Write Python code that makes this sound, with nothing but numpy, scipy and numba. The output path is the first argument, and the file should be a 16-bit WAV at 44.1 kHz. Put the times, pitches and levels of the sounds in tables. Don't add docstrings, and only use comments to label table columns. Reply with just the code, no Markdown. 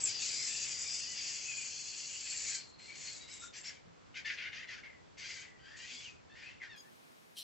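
import sys
import numpy as np
from scipy import signal
from scipy.fft import rfft, irfft, next_fast_len
from scipy.io import wavfile
from numba import njit

SR = 44100
rng = np.random.default_rng(int(sys.argv[2]) if len(sys.argv) > 2 else 0)


def decibels_to_gain(level_db):
    exponent = np.asarray(level_db, float) / 20
    return 10 ** exponent


def to_wav(sig):
    pcm = np.clip(np.atleast_2d(sig), -1, 1) * 32767
    pcm = np.round(pcm).astype(np.int16)
    wavfile.write(sys.argv[1], SR, pcm.T)


N = 327663
FULL_SPEED_S = 6.76


def rms_one(x):
    return x / np.sqrt(np.mean(x ** 2) + 1e-20)


def at_hz(points, hz):
    points = np.array(points)
    return np.interp(np.log(np.maximum(hz, 1)), np.log(points[:, 0]), points[:, 1])


def span(rows):
    s, *columns = np.transpose(rows)
    at = np.arange(int(s[0] * SR), min(int(s[-1] * SR), N))
    fade = np.clip(np.minimum(at - at[0], at[-1] - at) / (0.0041 * SR), 0, 1)
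    return at, fade, [np.interp(at / SR, s, c) for c in columns]


def wobble(size, rate_hz):
    r = np.exp(-2 * np.pi * rate_hz / SR)
    settle = 4000
    noise = rng.standard_normal(size + settle)
    return rms_one(signal.lfilter([1], [1, -2 * r, r * r], noise)[settle:])


def band(x, low_hz, high_hz, order=3):
    sos = signal.butter(order, [low_hz, high_hz], "band", fs=SR, output="sos")
    return signal.sosfilt(sos, x)


@njit
def resonate(x, hz, width, rate):
    r, y = np.exp(-np.pi * width / rate), np.zeros(len(x))
    for i in range(2, len(x)):
        drive = (1 - r * r) / 2 * (x[i] - x[i - 2])
        turn = 2 * r * np.cos(2 * np.pi * hz[i] / rate)
        y[i] = drive + turn * y[i - 1] - r * r * y[i - 2]
    return y


# f/Hz, level/dB (per Hz)
HUSH_COLOUR = [(20, -32), (81, -11), (536, -16), (638, -18.5), (1190, -22), (1450, -24.5), (7700, -37),
               (8500, -48)]
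# t/s, level/dB
HUSH_STRENGTH = [(0.0, -62.5), (0.14, -66.5), (2.26, -71.5), (2.46, -67.5), (2.73, -71), (3.1, -69),
                 (3.64, -71), (4.28, -70.5), (7.12, -71), (7.43, -73)]
# f/Hz, likeness (-1 opposite to 1 equal)
HUSH_LIKENESS = [(60, -0.43), (240, -0.73), (500, -0.76), (930, -0.58), (1850, -0.07), (3700, 0.35),
                 (7300, -0.04)]
# f/Hz, left minus right level/dB
HUSH_SIDES = [(80, -3.5), (170, -4), (300, 1), (1500, 3), (4300, -4)]


def hush_at(speed):
    size = next_fast_len(N)
    hz = np.fft.rfftfreq(size, 1 / SR) / speed
    mid, side = rfft(rng.standard_normal((2, size)))
    alike = np.clip(at_hz(HUSH_LIKENESS, hz), -1, 1)
    lean = decibels_to_gain(at_hz(HUSH_SIDES, hz) / 2)
    both, apart = np.sqrt(1 + alike) * mid, np.sqrt(1 - alike) * side
    colour = decibels_to_gain(at_hz(HUSH_COLOUR, hz)) * (hz > 8)
    pair = irfft(colour * np.array([(both + apart) * lean, (both - apart) / lean]), size)[:, :N]
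    return pair / np.std(band(pair.mean(0), 250, 900))


def outdoor_hush():
    t = np.arange(N) / SR
    level = decibels_to_gain(np.interp(t, *np.transpose(HUSH_STRENGTH)))
    return np.where(t < FULL_SPEED_S, hush_at(1), hush_at(2)) * level


def note(start_s, length_s, from_hz, to_hz, db):
    share = np.array([0, .25, 1 - 0.36, 1])
    level_db = db + np.array([-6, 0, 0, -8.5])
    return np.transpose([start_s + length_s * share, from_hz + (to_hz - from_hz) * share, level_db])


def fading(start_s, length_s, from_hz, to_hz, db):
    return [(start_s, from_hz, db), (start_s + length_s, to_hz, db - 16)]


# f/Hz, level/dB
OVERTONE_THROAT = [(800, -20), (1300, -16), (1800, 6), (2700, -1), (3500, -2), (4600, -7.5), (5600, -14),
                   (8000, -28)]


def tone(rows, count, tremble, flutter_db, hoarse=0.62):
    at, fade, (hz, level_db) = span(np.array(rows))
    shake = .5 * wobble(len(at), 40) + wobble(len(at), 260)
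    phase = 2 * np.pi * np.cumsum(hz * (1 + tremble * shake)) / SR
    speed = 1 + (at[0] > FULL_SPEED_S * SR)
    top_hz = 7200 + 900 * (count == 1)
    out = np.zeros(N)
    for k in range(1, count + 1):
        weight_db = at_hz(OVERTONE_THROAT, k * hz / speed) if count > 1 else 0
        flutter = decibels_to_gain(flutter_db * wobble(len(at), 60)) * (1 + hoarse * wobble(len(at), 190))
        strength = np.sqrt(2) * fade * flutter * decibels_to_gain(level_db + weight_db)
        out[at] += strength * np.sin(k * phase) * (k * hz < top_hz)
    return out


# start t/s, length t/s, from f/Hz, to f/Hz, level/dB
ADULT_GRUNTS = [
    (3.845, .125, 174, 168, -64),
    (5.909, 0.074, 243, 258, -67.5),
]


def grunts():
    return sum(tone(note(*row), count=1, tremble=.01, flutter_db=1, hoarse=0) for row in ADULT_GRUNTS)


# start t/s, length t/s, from f/Hz, to f/Hz, level/dB
CLEAR_SQUEALS = [(0.0, .03, 7850, 7750, -41), (0.49, .22, 7350, 7260, -53), (1.44, .27, 6850, 6700, -52),
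                 (2.2, .24, 7500, 7350, -51), (.8, .2, 4850, 5050, -52), (0.1, 0.18, 5000, 4370, -50),
                 (1.421, .26, 2620, 2353, -51), (2.101, .1, 2870, 2840, -57),
                 (3.28, 0.2, 7670, 7500, -60.5), (3.54, 0.17, 7580, 7280, -58.5),
                 (3.414, 0.1, 1370, 1443, -60), (5.201, .26, 2117, 1990, -59), (3.66, .07, 1700, 1650, -62),
                 (5.68, .24, 1745, 2030, -59), (6.43, .105, 2400, 2720, -56),
                 (6.599, 0.085, 2152, 1670, -51.5), (6.83, .07, 1700, 1810, -69),
                 (3.64, 0.077, 5600, 5420, -54), (6.35, .12, 1900, 1750, -63),
                 (2.879, 0.082, 2300, 2290, -56.5)]
# start t/s, length t/s, from f/Hz, to f/Hz, level/dB
DYING_SQUEALS = [
    (0.032, .065, 7650, 7100, -30),
    (4.828, .19, 2200, 1930, -56),
    (5.44, .26, 2020, 1900, -62),
    (6.525, .09, 2680, 2700, -63),
]
# t/s, f/Hz, level/dB
WANDERING_SQUEALS = [
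    [(2.55, 4400, -54.5), (2.65, 4250, -65.5), (2.82, 4180, -61), (3.02, 4330, -63), (3.07, 4350, -52.5),
     (3.14, 4350, -61), (3.17, 3800, -61), (3.31, 3920, -60.5), (3.51, 3620, -61)],
    [(5.76, 2450, -70), (5.79, 2750, -62.5), (5.89, 3280, -59.5), (6.02, 3480, -61), (6.088, 2560, -55),
     (6.2, 2480, -76)],
]


def squeals():
    notes = [note(*row) for row in CLEAR_SQUEALS]
    notes += [fading(*row) for row in DYING_SQUEALS]
    notes += list(WANDERING_SQUEALS)
    return sum(tone(rows, count=1, tremble=.012, flutter_db=3) for rows in notes)


# start t/s, length t/s, from f/Hz, to f/Hz, level/dB (before the throat weights the overtones)
VOICED_CRIES = [(4.14, 0.018, 717, 750, -59), (4.245, .037, 888, 878, -53), (4.369, 0.041, 704, 686, -58),
                (4.517, 0.052, 742, 682, -62), (4.669, .06, 697, 657, -60), (6.295, .085, 874, 915, -69),
                (6.685, 0.095, 944, 800, -62), (6.765, .05, 1630, 1660, -62)]
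# start t/s, length t/s, from f/Hz, to f/Hz, level/dB
ROUGH_CRY = [
    (5.59, .18, 1510, 1690, -64),
]


def cries():
    voiced = sum(tone(note(*row), count=10, tremble=.012, flutter_db=3, hoarse=.4) for row in VOICED_CRIES)
    rough = sum(tone(note(*row), count=3, tremble=.015, flutter_db=3) for row in ROUGH_CRY)
    return voiced + rough


def chaotic_folds(size):
    regime = np.cumsum(rng.random(size) < 45 / SR)
    pitch_hz = 780 * np.exp(.16 * rng.standard_normal(size)[regime])
    erratic = rng.uniform(.015, .16, size)[regime]
    shake = np.exp(erratic * wobble(size, 400) + .02 * wobble(size, 20))
    turns = np.cumsum(pitch_hz * shake) / SR
    pulses = np.diff(np.floor(turns), prepend=0) * decibels_to_gain(2 * rng.standard_normal(size))
    return rms_one(pulses) + .6 * rng.standard_normal(size)


# t/s, body level/dB, top level/dB
FULL_SPEED_SCREAM = [(7.34, -92, -78.5), (7.374, -49, -53.5), (7.388, -48, -47), (7.43, -51, -58)]
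# f/Hz, width f/Hz, level/dB
FULL_SPEED_THROAT = [(3150, 130, -1), (4100, 48, -0.5), (5860, 52, 4), (7630, 70, -23), (9600, 50, -10),
                     (12700, 120, -27)]


def last_scream():
    at, fade, (body_db, top_db) = span(FULL_SPEED_SCREAM)
    source = chaotic_folds(2 * len(at))[::2]
    peaks = 0
    for hz, width_hz, db in FULL_SPEED_THROAT:
        fixed_hz = np.full(len(at), float(hz))
        peaks = peaks + decibels_to_gain(db) * resonate(source, fixed_hz, max(width_hz, 150.), SR)
    voice = rms_one(peaks) + 1.6 * rms_one(source)
    body = decibels_to_gain(body_db) * rms_one(band(voice, 2700, 6130))
    top = decibels_to_gain(top_db) * rms_one(band(voice, 5600, 11500, order=1))
    out = np.zeros(N)
    out[at] = np.maximum(fade, at > N - 400) * (body + top)
    return out


def formant(hz, width_hz, skirt_hz, low_hz, high_hz, broad, lift, rasp_db):
    size = len(hz)
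    source = chaotic_folds(size)
    peak = resonate(source, hz * (1 + .015 * wobble(size, 30)), width_hz, SR) * decibels_to_gain(2 * wobble(size, 14))
    skirt = resonate(source, lift * hz, skirt_hz, SR)
    skirt = resonate(skirt, lift * hz, skirt_hz, SR) * decibels_to_gain(1.5 * wobble(size, 9))
    voice = band(rms_one(peak) + broad * rms_one(skirt), low_hz, high_hz)
    return rms_one(voice * decibels_to_gain(rasp_db * wobble(size, 88)))


def scream(rows):
    at, fade, (throat_db, throat_hz, mouth_db, mouth_hz, top_db, top_hz) = span(rows)
    top_hz = top_hz * (1 + 0.041 * wobble(len(at), 4.1))
    if 4 < rows[0][0] < 5:
        throat = formant(throat_hz, 380., 1900., 1450, 4300, broad=.8, lift=1.03, rasp_db=1.34)
        top_edge_hz = 7300
    else:
        throat = formant(throat_hz, 300., 2400., 1405, 4300, broad=1.6, lift=1.03, rasp_db=1.34)
        top_edge_hz = 9500
    mouth = formant(mouth_hz, 270., 3000., 3460, 6300, broad=1.5, lift=1.02, rasp_db=1.1)
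    top = formant(top_hz, 400., 4500., 4900, top_edge_hz, broad=1.5, lift=0.923, rasp_db=1.64)
    voice = decibels_to_gain(throat_db) * throat + decibels_to_gain(mouth_db) * mouth + decibels_to_gain(top_db) * top
    out = np.zeros(N)
    out[at] = fade * voice * decibels_to_gain(0.22 * wobble(len(at), 56))
    return out


def breathed(start_s, length_s, db, shrill_db, throat_hz, mouth_hz, top_hz, breath, mouth_share):
    swell_db, peak, end_db, release_s, glide = breath
    attack_s, silent_db = .016, -20.5
    peak_s = max(peak * length_s, attack_s + .005)
    s = start_s + np.array([0, attack_s, peak_s, length_s, length_s + release_s])
    effort_db = np.array([silent_db, swell_db, 0, end_db, silent_db])
    throat = throat_hz * glide ** np.clip((s - start_s) / length_s, 0, 1)
    upper_db = db + (1 + 0.34) * effort_db
    flat = np.ones_like(s)
    return np.transpose([s, db + effort_db, throat, upper_db + mouth_share * shrill_db, mouth_hz * flat,
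                         upper_db + shrill_db, top_hz * flat])


# start t/s, length t/s, level/dB, shrillness level/dB, throat f/Hz
EBBING_SCREAMS = [
    (3.627, .08, -50, -3, 2250),
    (4.82, .05, -55.5, -25, 2020),
    (5.168, 0.25, -49, -4, 2200),
    (5.626, 0.15, -60.5, -12, 1800),
    (5.755, .32, -53, -2, 2600),
    (6.343, 0.17, -55.5, -15, 2050),
]
# swell level/dB, peak as share of length, end level/dB, release t/s, throat glide (ratio)
EBBING_BREATH = (-4, .55, -4, .1, .97)


def ebbing_screams():
    return sum(scream(breathed(*row, mouth_hz=4700., top_hz=6500., breath=EBBING_BREATH, mouth_share=0.47))
               for row in EBBING_SCREAMS)


# start t/s, length t/s, level/dB, shrillness level/dB, throat f/Hz
BARKED_SCREAMS = [
    (3.524, .085, -53, 0, 2380),
    (4.14, 0.065, -45, -14, 2350),
    (4.241, .11, -41.5, -16, 2240),
    (4.369, 0.12, -42.5, -22.5, 2250),
    (4.515, .125, -46, -17.5, 2250),
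    (4.672, 0.12, -48, -14, 1950),
    (6.602, .07, -53, -17, 2000),
]
# swell level/dB, peak as share of length, end level/dB, release t/s, throat glide (ratio)
BARKED_BREATH = (-3, .5, -5, .04, .85)


def barks():
    return sum(scream(breathed(*row, mouth_hz=4800., top_hz=6180., breath=BARKED_BREATH, mouth_share=.65))
               for row in BARKED_SCREAMS)


# start t/s, length t/s, level/dB, shrillness level/dB, mouth f/Hz
BROKEN_SCREECHES = [
    (2.78, 0.17, -58, -0.5, 4360),
    (2.939, .235, -54.5, 7, 4470),
    (3.185, .07, -59, 1, 4800),
    (3.265, .11, -56.5, 3, 5140),
    (3.39, .075, -62.5, 11.5, 5300),
]
# swell level/dB, peak as share of length, end level/dB, release t/s, throat glide (ratio)
SCREECH_BREATH = (-5, .6, -4, .065, 1.0)


def broken_screeches():
    out = np.zeros(N)
    for *timing_and_level, mouth_hz in BROKEN_SCREECHES:
        out += scream(breathed(*timing_and_level, throat_hz=2250., mouth_hz=mouth_hz, top_hz=7050.,
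                               breath=SCREECH_BREATH, mouth_share=0.45))
    return out


# t/s, effort level/dB, shrillness level/dB, mouth opening f/Hz, throat f/Hz
CLOSE_SCREAM = [
    [(0.0, -43, -3, 4830, 2580), (0.042, -63, 14, 5080, 2590), (0.062, -41.5, 2.5, 5170, 2520),
     (0.17, -47, -5.5, 4880, 2670), (0.215, -43, 3, 4500, 2720), (0.43, -42.5, 0, 5000, 2060),
     (0.57, -45, 5, 4850, 2710), (0.8, -45.5, 2.5, 4850, 2280), (1.01, -41.5, -2, 4980, 2730)],
    [(1.0, -47, -1, 4950, 2750), (1.17, -44, -3, 4820, 2560), (1.3, -43, -2.5, 4900, 2590),
     (1.47, -49.5, 5.5, 4700, 2630), (1.8, -49.5, 1, 4440, 2700), (2.2, -49.5, 3, 4600, 2755),
     (2.555, -45, 5, 4400, 2050), (2.624, -57, -6.5, 4560, 2400), (2.72, -76, 6, 4220, 2160)],
]
# t/s, hollow f/Hz, depth (0-1)
TILE_HOLLOW = [(.3, 3930, 0), (.6, 4070, 0), (.82, 4200, 1), (1.05, 3840, 1), (1.2, 4000, 0.5),
               (1.43, 3720, 0.8), (1.85, 3780, 0.9), (2.2, 3650, 0.46), (2.6, 3470, 0.27)]


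def near_scream():
    out = np.zeros(N)
    for rows in CLOSE_SCREAM:
        s, effort_db, shrill_db, mouth_hz, throat_hz = np.transpose(rows)
        loud_db = effort_db + np.maximum(shrill_db, 0)
        throat_db = -51 + 0.58 * (loud_db + 43.5) + np.minimum(loud_db + 53.5, 0)
        top_hz = np.full(len(s), 6990.)
        out += scream(np.transpose([s, throat_db, throat_hz, effort_db, mouth_hz, effort_db + shrill_db, top_hz]))
    at, fade, (hollow_hz, depth) = span(TILE_HOLLOW)
    out[at] -= fade * np.clip(depth, 0, 1) * resonate(out[at], hollow_hz, 600., SR)
    return out


def terrace(x, wet_db=-9, tail_db=-20):
    t = np.arange(int(.5 * SR)) / SR
    quick, slow = rng.standard_normal((2, 2, len(t)))
    scatter = quick * decibels_to_gain(-60 * t / 0.14) * (t > .004) / np.sqrt(0.0032 * SR)
    tail = band(slow, 1000, 4000, order=1) * decibels_to_gain(-60 * t / .45) * (t > .02) / np.sqrt(.006 * SR)
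    echoes = decibels_to_gain(wet_db) * scatter + decibels_to_gain(tail_db) * tail
    return signal.fftconvolve(x[None], echoes, axes=1)[:, :N]


# t/s, left minus right level/dB
VOICE_SIDES = [(0, 3.5), (3, 2.5), (5, 3), (7.4, 2)]


def scene():
    voices = grunts() + squeals() + cries() + last_scream()
    voices += ebbing_screams() + barks() + broken_screeches() + near_scream()
    lean = decibels_to_gain(np.interp(np.arange(N) / SR, *np.transpose(VOICE_SIDES)) / 2)
    return (voices + terrace(voices)) * [lean, 1 / lean] + outdoor_hush()


def roll_off(x):
    return signal.sosfilt(signal.butter(12, 15650, fs=SR, output="sos"), x)


def record(dry):
    def chain(speed):
        notched = signal.lfilter(*signal.iirnotch(3796 * speed, 45., fs=SR), dry)
        edge = signal.ellip(12, .5, 75, 7918 * speed, fs=SR, output="sos")
        return signal.sosfilt(edge, notched)
    fast = np.clip((np.arange(N) / SR - FULL_SPEED_S) / .006 + 1, 0, 1)
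    played = (1 - fast) * chain(1) + fast * chain(2)
    return roll_off(played)


dry = scene()
out = record(dry)
to_wav(out)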